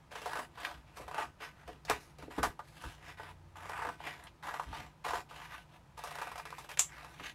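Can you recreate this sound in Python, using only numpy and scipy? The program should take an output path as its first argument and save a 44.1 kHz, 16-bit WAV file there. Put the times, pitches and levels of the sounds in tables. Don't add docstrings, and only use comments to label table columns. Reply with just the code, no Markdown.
import sys
import numpy as np
from scipy import signal
from scipy.io import wavfile
from scipy.ndimage import uniform_filter1d

SR = 44100
rng = np.random.default_rng(int(sys.argv[2]) if len(sys.argv) > 2 else 0)


def gain_from_db(level_db):
    decades = np.asarray(level_db, float) / 20
    return 10 ** decades


def bounce(signal):
    frames = np.transpose(np.atleast_2d(signal))
    limited = np.clip(frames, -1, 1)
    pcm = np.round(limited * 32767).astype(np.int16)
    wavfile.write(sys.argv[1], SR, pcm)


N = 323694

# [f/Hz, level/dB per Hz]
SHEET_BODY = [(240, -43), (400, -6.5), (991, -2.5), (1090, -2.5), (1710, -6), (2070, -10.5), (3500, -35),
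              (7700, -120)]
# [f/Hz, level/dB per Hz]
FIBRE_FIZZ = [(2000, -28), (3200, -4), (4600, -6), (7000, -11), (11500, -15), (15500, -24), (16500, -38)]


def evened(x):
    return x / np.sqrt(np.mean(x ** 2) + 1e-20)


def read(points, hz):
    f, value = np.transpose(points)
    return np.interp(np.log(hz + 1), np.log(f + 1), value)


def add(mix, s, sound):
    part = mix[round(s * SR):][:len(sound)]
    part += sound[:len(part)]


def coloured(x, points, size=4096):
    gain_db = read(points, abs(np.fft.fftfreq(size, 1 / SR)))
    log_gain = np.log(gain_from_db(np.maximum(gain_db, -100)))
    phase = -signal.hilbert(log_gain).imag
    taps = np.fft.ifft(np.exp(log_gain + 1j * phase)).real[:size // 2]
    return signal.oaconvolve(x, taps / np.linalg.norm(taps))[:len(x)]


def band(x, lo_hz, hi_hz, order=2):
    sos = signal.butter(order, [lo_hz, min(hi_hz, SR / 2.1)], "band", fs=SR, output="sos")
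    return signal.sosfilt(sos, x)


def cutting():
    out = np.zeros(N)
    drive = tears(per_s=300, spread_db=2.5, length_s=0.003, steady=1.2)
    drive = drifting(drive, patchy_db=2.2)
    flap = evened(band(drive, 296, 506))
    sheet = coloured(drive, SHEET_BODY) + gain_from_db(-12) * flap
    rasp = evened(band(drive, 1406, 3710))
    fizz = coloured(drive, FIBRE_FIZZ)
    for at, db, light, bright, hiss in strokes():
        rasp_top, fizz_top, rasp_stays, fizz_stays, follows = hiss
        rasp_db = rasp_top + bright + rasp_stays * light
        fizz_db = fizz_top + follows * bright + fizz_stays * light
        ends = np.clip(np.minimum(at - at[0], (at[-1] - at) / 8) / 150, 0, 1)
        sound = sheet[at] + gain_from_db(rasp_db) * rasp[at] + gain_from_db(fizz_db) * fizz[at]
        out[at] += gain_from_db(db - light - 3.0) * ends * sound
    return out


def tears(per_s, spread_db, length_s, steady):
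    size_db = spread_db * np.minimum(rng.exponential(1, N), 4)
    rips = gain_from_db(size_db) * (rng.random(N) < per_s / SR)
    gate = signal.lfilter([1], [1, -np.exp(-1 / (length_s * SR))], rips)
    return evened((steady + evened(gate)) * rng.standard_normal(N))


def drifting(x, patchy_db):
    z = signal.stft(x, nperseg=512)[2]
    patches = uniform_filter1d(rng.standard_normal(z.shape), size=9, axis=0)
    patches = uniform_filter1d(patches, size=30, axis=1)
    return evened(signal.istft(z * gain_from_db(patchy_db * evened(patches)), nperseg=512)[1][:len(x)])


def strokes():
    # [bite t/s, hardest t/s, stop t/s, effort level/dB, brightness level/dB]
    cuts = [(.108, 0.392, 0.474, -43, 1.5), (2.181, 2.193, 2.3, -61, 9.5),
            (2.299, 2.395, 2.425, -47.5, 2.5), (2.762, 2.854, 2.97, -52, 4.5),
            (3.171, 3.292, 3.34, -47.5, 0), (3.554, 3.83, 3.97, -43, -4), (4.425, 4.489, 4.66, -40.5, -2),
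            (5.039, 5.157, 5.23, -36.5, -1), (5.287, 5.4, 5.65, -50.5, 5), (5.969, 6.209, 6.46, -49.5, 5),
            (6.453, 6.47, 6.69, -50, 3), (6.687, 6.698, 6.76, -43.5, 2.5)]
    # [top t/s, effort level/dB, swell t/s, fade t/s, brightness level/dB]
    slides = [(.66, -42, 0.11, 0.13, 1.5), (.88, -63.5, 0.018, 0.063, 4), (.996, -53, 0.076, 0.11, -2.5),
              (1.207, -36.5, 0.095, 0.076, -1.5), (1.43, -41, 0.034, 0.076, 1),
              (1.69, -58, .025, 0.093, 9.5), (1.904, -35, 0.028, 0.078, 0),
              (2.436, -36, 0.015, 0.077, -1.5), (3.1, -48, .13, 0.054, 1.5),
              (4.08, -42.5, 0.094, 0.088, 2.5), (4.25, -54.5, 0.2, 0.043, 2), (4.78, -44, 0.13, .11, 3.5),
              (5.55, -51.5, 0.079, 0.047, 0.5), (5.758, -55.5, 0.07, 0.026, 3),
              (1.61, -60.5, 0.097, .07, 2.5), (6.97, -53, .14, 0.19, 2.5), (7.265, -49.5, 0.1, .08, 11)]
    brushes = [
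        (2.025, -58.5, 0.049, .12, 0),
        (2.7, -62.5, 0.1, 0.16, 0),
        (2.89, -61.5, 0.14, .09, 0),
        (7.13, -65, 0.25, 0.21, 0),
        (0.973, -60, .03, 0.099, 0),
    ]
    # [rasp level/dB, fizz level/dB, rasp share, fizz share,
    # brightness share]
    cut_hiss = (-8, -11.5, 0.41, 0.29, 0.64)
    slide_hiss = (-6.5, -13, 0.109, 0.0776, 0.4)
    brush_hiss = (-2, -0.37, 0.32, -0.053, .9)
    for bite, top, stop, db, bright in cuts:
        at = np.arange(round(bite * SR), round(stop * SR))
        light = -np.interp(at / SR, (bite, top, stop), (-8, 0, -13))
        yield at, db, light, bright, cut_hiss
    for rows, hiss in ((slides, slide_hiss), (brushes, brush_hiss)):
        for top, db, swell, fade, bright in rows:
            at = np.arange(round((top - 2 * swell) * SR), min(round((top + 2 * fade) * SR), N))
            away = np.maximum((top - at / SR) / swell, (at / SR - top) / fade)
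            yield at, db, 20 * away ** 1.56, bright, hiss


def slips():
    # [t/s, peak level/dB, sheet f/Hz, length t/s]
    buckles = [(.154, -25, 1450, 0.031), (.37, -22, 1300, 0.021), (.573, -36, 1240, 0.09),
               (1.182, -24, 745, 0.022), (1.2, -29, 1540, 0.028), (1.403, -35, 1380, .08),
               (1.692, -44, 635, .021), (1.905, -13.5, 1110, 0.026), (2.382, -25, 1170, 0.046),
               (2.448, -22.5, 790, 0.025), (2.5915, -30.5, 1050, 0.028), (2.838, -30.5, 1160, 0.017),
               (3.197, -34, 746, 0.027), (3.733, -32.5, 970, 0.038), (3.79, -32, 980, 0.044),
               (3.819, -29, 1110, 0.055), (3.849, -27.5, 845, .032), (3.868, -28, 1130, 0.029),
               (3.888, -27, 885, 0.023), (4.002, -39.5, 840, 0.017), (4.484, -29.5, 982, .03),
               (4.54, -24.5, 1110, 0.021), (4.596, -23.5, 1140, 0.02), (4.727, -36, 955, 0.048),
               (5.106, -22, 1210, .019), (5.134, -21, 980, 0.015), (5.152, -25, 1260, 0.014),
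               (6.524, -33, 1010, 0.019), (7.197, -35.5, 1007, 0.02), (4.269, -42, 2880, 0.029)]
    crunches = [(.258, -28.5, 750, 0.045), (.308, -37, 1510, 0.023), (.332, -25.5, 726, 0.0091),
                (.354, -29.5, 738, 0.027), (.389, -29.5, 760, 0.038), (.601, -35, 1230, 0.033),
                (1.079, -35.5, 696, 0.034), (1.112, -33.5, 860, 0.016), (1.144, -29.5, 706, .013),
                (1.676, -37.5, 600, 0.034), (2.223, -40, 700, 0.043), (2.309, -42, 840, .042),
                (3.655, -38, 850, 0.023), (3.694, -30, 960, 0.024), (4.433, -37.5, 1000, 0.076),
                (5.045, -32, 900, 0.13), (5.064, -30, 850, 0.036), (5.082, -28.5, 980, .02),
                (5.309, -41.5, 1010, 0.057), (6.184, -31, 970, 0.04), (6.215, -28, 960, 0.038),
                (6.27, -32.5, 970, 0.023), (6.316, -33, 1000, 0.027), (6.356, -32.5, 960, 0.026),
                (6.396, -34, 870, 0.018), (6.453, -30.5, 1010, .021), (7.046, -35, 980, .013),
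                (.648, -26, 2560, 0.017)]
    cracks = [(.115, -46, 633, 0.084), (.217, -35.5, 614, 0.019), (.971, -38, 750, 0.03),
              (1.85, -40, 4550, 0.027), (1.898, -14, 570, 0.01), (2.185, -43, 501, 0.016),
              (2.4297, -20, 850, 0.053), (2.823, -35.5, 1270, 0.0059), (4.238, -42, 7900, 0.0082),
              (5.977, -38.5, 783, 0.033), (5.99, -37, 770, .023), (6.037, -31.5, 950, 0.051),
              (6.072, -35.5, 850, 0.043), (6.109, -37, 750, 0.038), (6.154, -32, 890, 0.013),
              (6.378, -34, 1040, 0.045), (6.504, -34.5, 1210, 0.012), (6.582, -36.5, 1100, 0.072),
              (6.691, -35, 1030, 0.025), (6.714, -33.5, 1620, .027), (6.7725, -29.5, 2480, .018),
              (6.644, -40.5, 760, .023)]
    # [rasp level/dB, crack level/dB, rise t/s]
    edge_share = [
        (-13.5, -19, .001),
        (-7.5, -11, 0.0008),
        (-5, -5.5, .0004),
    ]
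    out, t = np.zeros(N), np.arange(4000) / SR
    for rows, (rasp_db, crack_db, rise) in zip((buckles, crunches, cracks), edge_share):
        for (s, db, hz, length), push in zip(rows, rng.standard_normal((30, 4000))):
            fade = np.exp(-t / (0.3 * max(length, 0.002))) * (1 - np.exp(-t / max(rise, 0.0002)))
            ring = 0.7 * evened(band(push, hz / 1.4, hz * 1.4)) + 0.65 * coloured(push, SHEET_BODY)
            rasp = gain_from_db(rasp_db) * evened(band(push, 1360, 3720))
            crack = gain_from_db(crack_db) * coloured(push, FIBRE_FIZZ)
            add(out, s, gain_from_db(db - 9.5) * fade / fade.max() * (ring + rasp + crack))
    return out


def knocks():
    # [t/s, peak level/dB, pitch f/Hz, length t/s]
    corner_hits = [(0.385, -43, 345, 0.025), (0.996, -42.5, 450, 0.07), (1.69, -42, 487, 0.032),
                   (1.899, -29, 485, 0.027), (2.187, -48, 479, 0.03), (2.231, -38.5, 218, 0.018),
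                   (2.278, -38.5, 330, 0.014), (2.379, -27, 340, 0.023), (2.403, -62, 482, 0.025),
                   (2.838, -48, 370, 0.028), (3.875, -45, 333, 0.034), (7.207, -45.5, 355, 0.026)]
    out, t = np.zeros(N), np.arange(5000) / SR
    for (s, db, hz, length), push in zip(corner_hits, rng.standard_normal((len(corner_hits), 5000))):
        fade = np.exp(-t / (0.3 * max(length, 0.005))) * (1 - np.exp(-t / 0.002))
        thud = evened(band(push, hz / 1.6, hz * 1.35))
        add(out, s, gain_from_db(db - 3.5) * fade / fade.max() * thud)
    return out


def humped(x):
    # [f/Hz, width f/Hz, lift level/dB]
    modes = [(477, 20, 3), (724, 41, 5.5), (869, 46, 6), (995, 45, 5), (1218, 67, 5.5), (1515, 15.5, 8),
             (1656, 100, 5), (1926, 49, 5), (2420, 17, 4.5), (2644, 48, 6), (2870, 75, 4.5), (3120, 41, 5),
             (9760, 3400, 1.5)]
    hz = np.fft.rfftfreq(8192, 1 / SR)
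    lift = sum(db / (1 + (2 * (hz - f) / width) ** 2) for f, width, db in modes)
    return coloured(x, np.transpose([hz, lift]), size=8192)


def snap():
    # [t/s, click level/dB, rattle level/dB]
    closing = (6.7938, 2.2, -24.5)
    # [f/Hz, level/dB per Hz]
    steel = [(240, -47), (400, -23.5), (885, -15.5), (1190, -9.5), (1430, -18.5), (1650, -15.5),
             (1930, -14.5), (2890, -12), (4900, -17.5), (7460, 2), (8580, -13.5), (10700, -15),
             (13300, -24), (14800, -24), (16500, -60)]
    s, click_db, rattle_db = closing
    t, click = np.arange(N) / SR - s, np.zeros(N)
    click[round(s * SR)] = gain_from_db(click_db)
    below_db = np.where(t > 0, 60 * t / 0.15, 6 - 60 * t / 0.017)
    rattle = gain_from_db(rattle_db - below_db) * rng.standard_normal(N)
    return coloured(click + rattle, steel)


def room(x, wet_db):
    # [f/Hz, 60 dB decay t/s]
    decay = [(250, 0.31), (700, 0.11), (1800, 0.072), (5000, 0.13), (12000, 0.16)]
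    taps, at = np.zeros(SR // 2), np.arange(300, SR // 2 - 20, 20)
    taps[at + rng.integers(0, 20, len(at))] = rng.choice([-1., 1.], len(at))
    hz, t, z = signal.stft(taps, SR, nperseg=256)
    tail = signal.istft(z * gain_from_db(-60 * t / read(decay, hz)[:, None]), SR, nperseg=256)[1]
    tail *= gain_from_db(wet_db) / np.linalg.norm(tail)
    tail[0] += 1
    tail[round(0.00415 * SR)] += 0.096
    return signal.fftconvolve(x, tail)[:N]


def table():
    # [t/s, level/dB, half length t/s]
    shakes = [(0.798, -59, 0.064), (1.042, -61, 0.054), (1.26, -66, 0.071), (1.712, -58, 0.047),
              (1.92, -48, .035), (2.24, -61, 0.071), (2.402, -42, 0.015), (2.462, -43, 0.041),
              (2.874, -45, 0.029), (4.704, -44.5, .03), (4.822, -50.5, 0.04), (5.144, -57, 0.045),
              (7.196, -63.5, 0.057)]
    # [f/Hz, level/dB per Hz]
    rumble = [(12, -29), (20, -17.5), (65, 9.5), (86, -1.5), (124, -6), (200, -15), (300, -9.5), (390, -25),
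              (660, -120)]
    t = np.arange(N) / SR
    strength = gain_from_db(-65.0) + sum(gain_from_db(db) * np.exp(-((t - s) / half) ** 2) for s, db, half in shakes)
    shudder = coloured(rng.standard_normal(N), rumble)
    power = abs(uniform_filter1d(shudder ** 2, size=4000))
    return strength * shudder / np.sqrt(0.2 + power)


def background():
    # [f/Hz, level/dB per Hz]
    air = [(12, -52), (20, -3), (65, -6.5), (156, 5.5), (218, -8), (428, -12), (993, -7.5), (1110, -15.5),
           (1240, -9.5), (1350, -14.5), (2660, -21), (3420, -24), (10800, -34.5), (15200, -42),
           (16500, -42)]
    # [f/Hz, level/dB]
    tones = [(59.2, -67.5), (150.7, -65.5), (339.1, -75)]
    # [middle t/s, half length t/s, f/Hz, level/dB]
    passing = (3.5, 0.5, 90, -57)
    t = np.arange(N) / SR
    drift = uniform_filter1d(uniform_filter1d(rng.standard_normal((len(tones), N)), 3000), 3000)
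    waver = 1 + 0.5 * evened(drift)
    hum = sum(gain_from_db(db) * w * np.sin(2 * np.pi * hz * t) for (hz, db), w in zip(tones, waver))
    middle, half, hz, db = passing
    drone = gain_from_db(db) * np.exp(-((t - middle) / half) ** 4) * np.sin(2 * np.pi * hz * t)
    return gain_from_db(-62.5) * coloured(rng.standard_normal(N), air) + hum + drone


def scene():
    sheet = humped(cutting() + slips() + knocks())
    hands = room(sheet, wet_db=-6) + room(snap(), wet_db=-14.5)
    return (hands + table() + background())[None]


def band_limit(x):
    return signal.sosfilt(signal.butter(12, 16640, fs=SR, output="sos"), x)


def record(dry):
    low_pass = signal.firwin(401, 15930, window=("kaiser", 7), fs=SR)
    mix = signal.oaconvolve(dry, low_pass[None], "same")
    return band_limit(mix)


dry = scene()
out = record(dry)
bounce(out)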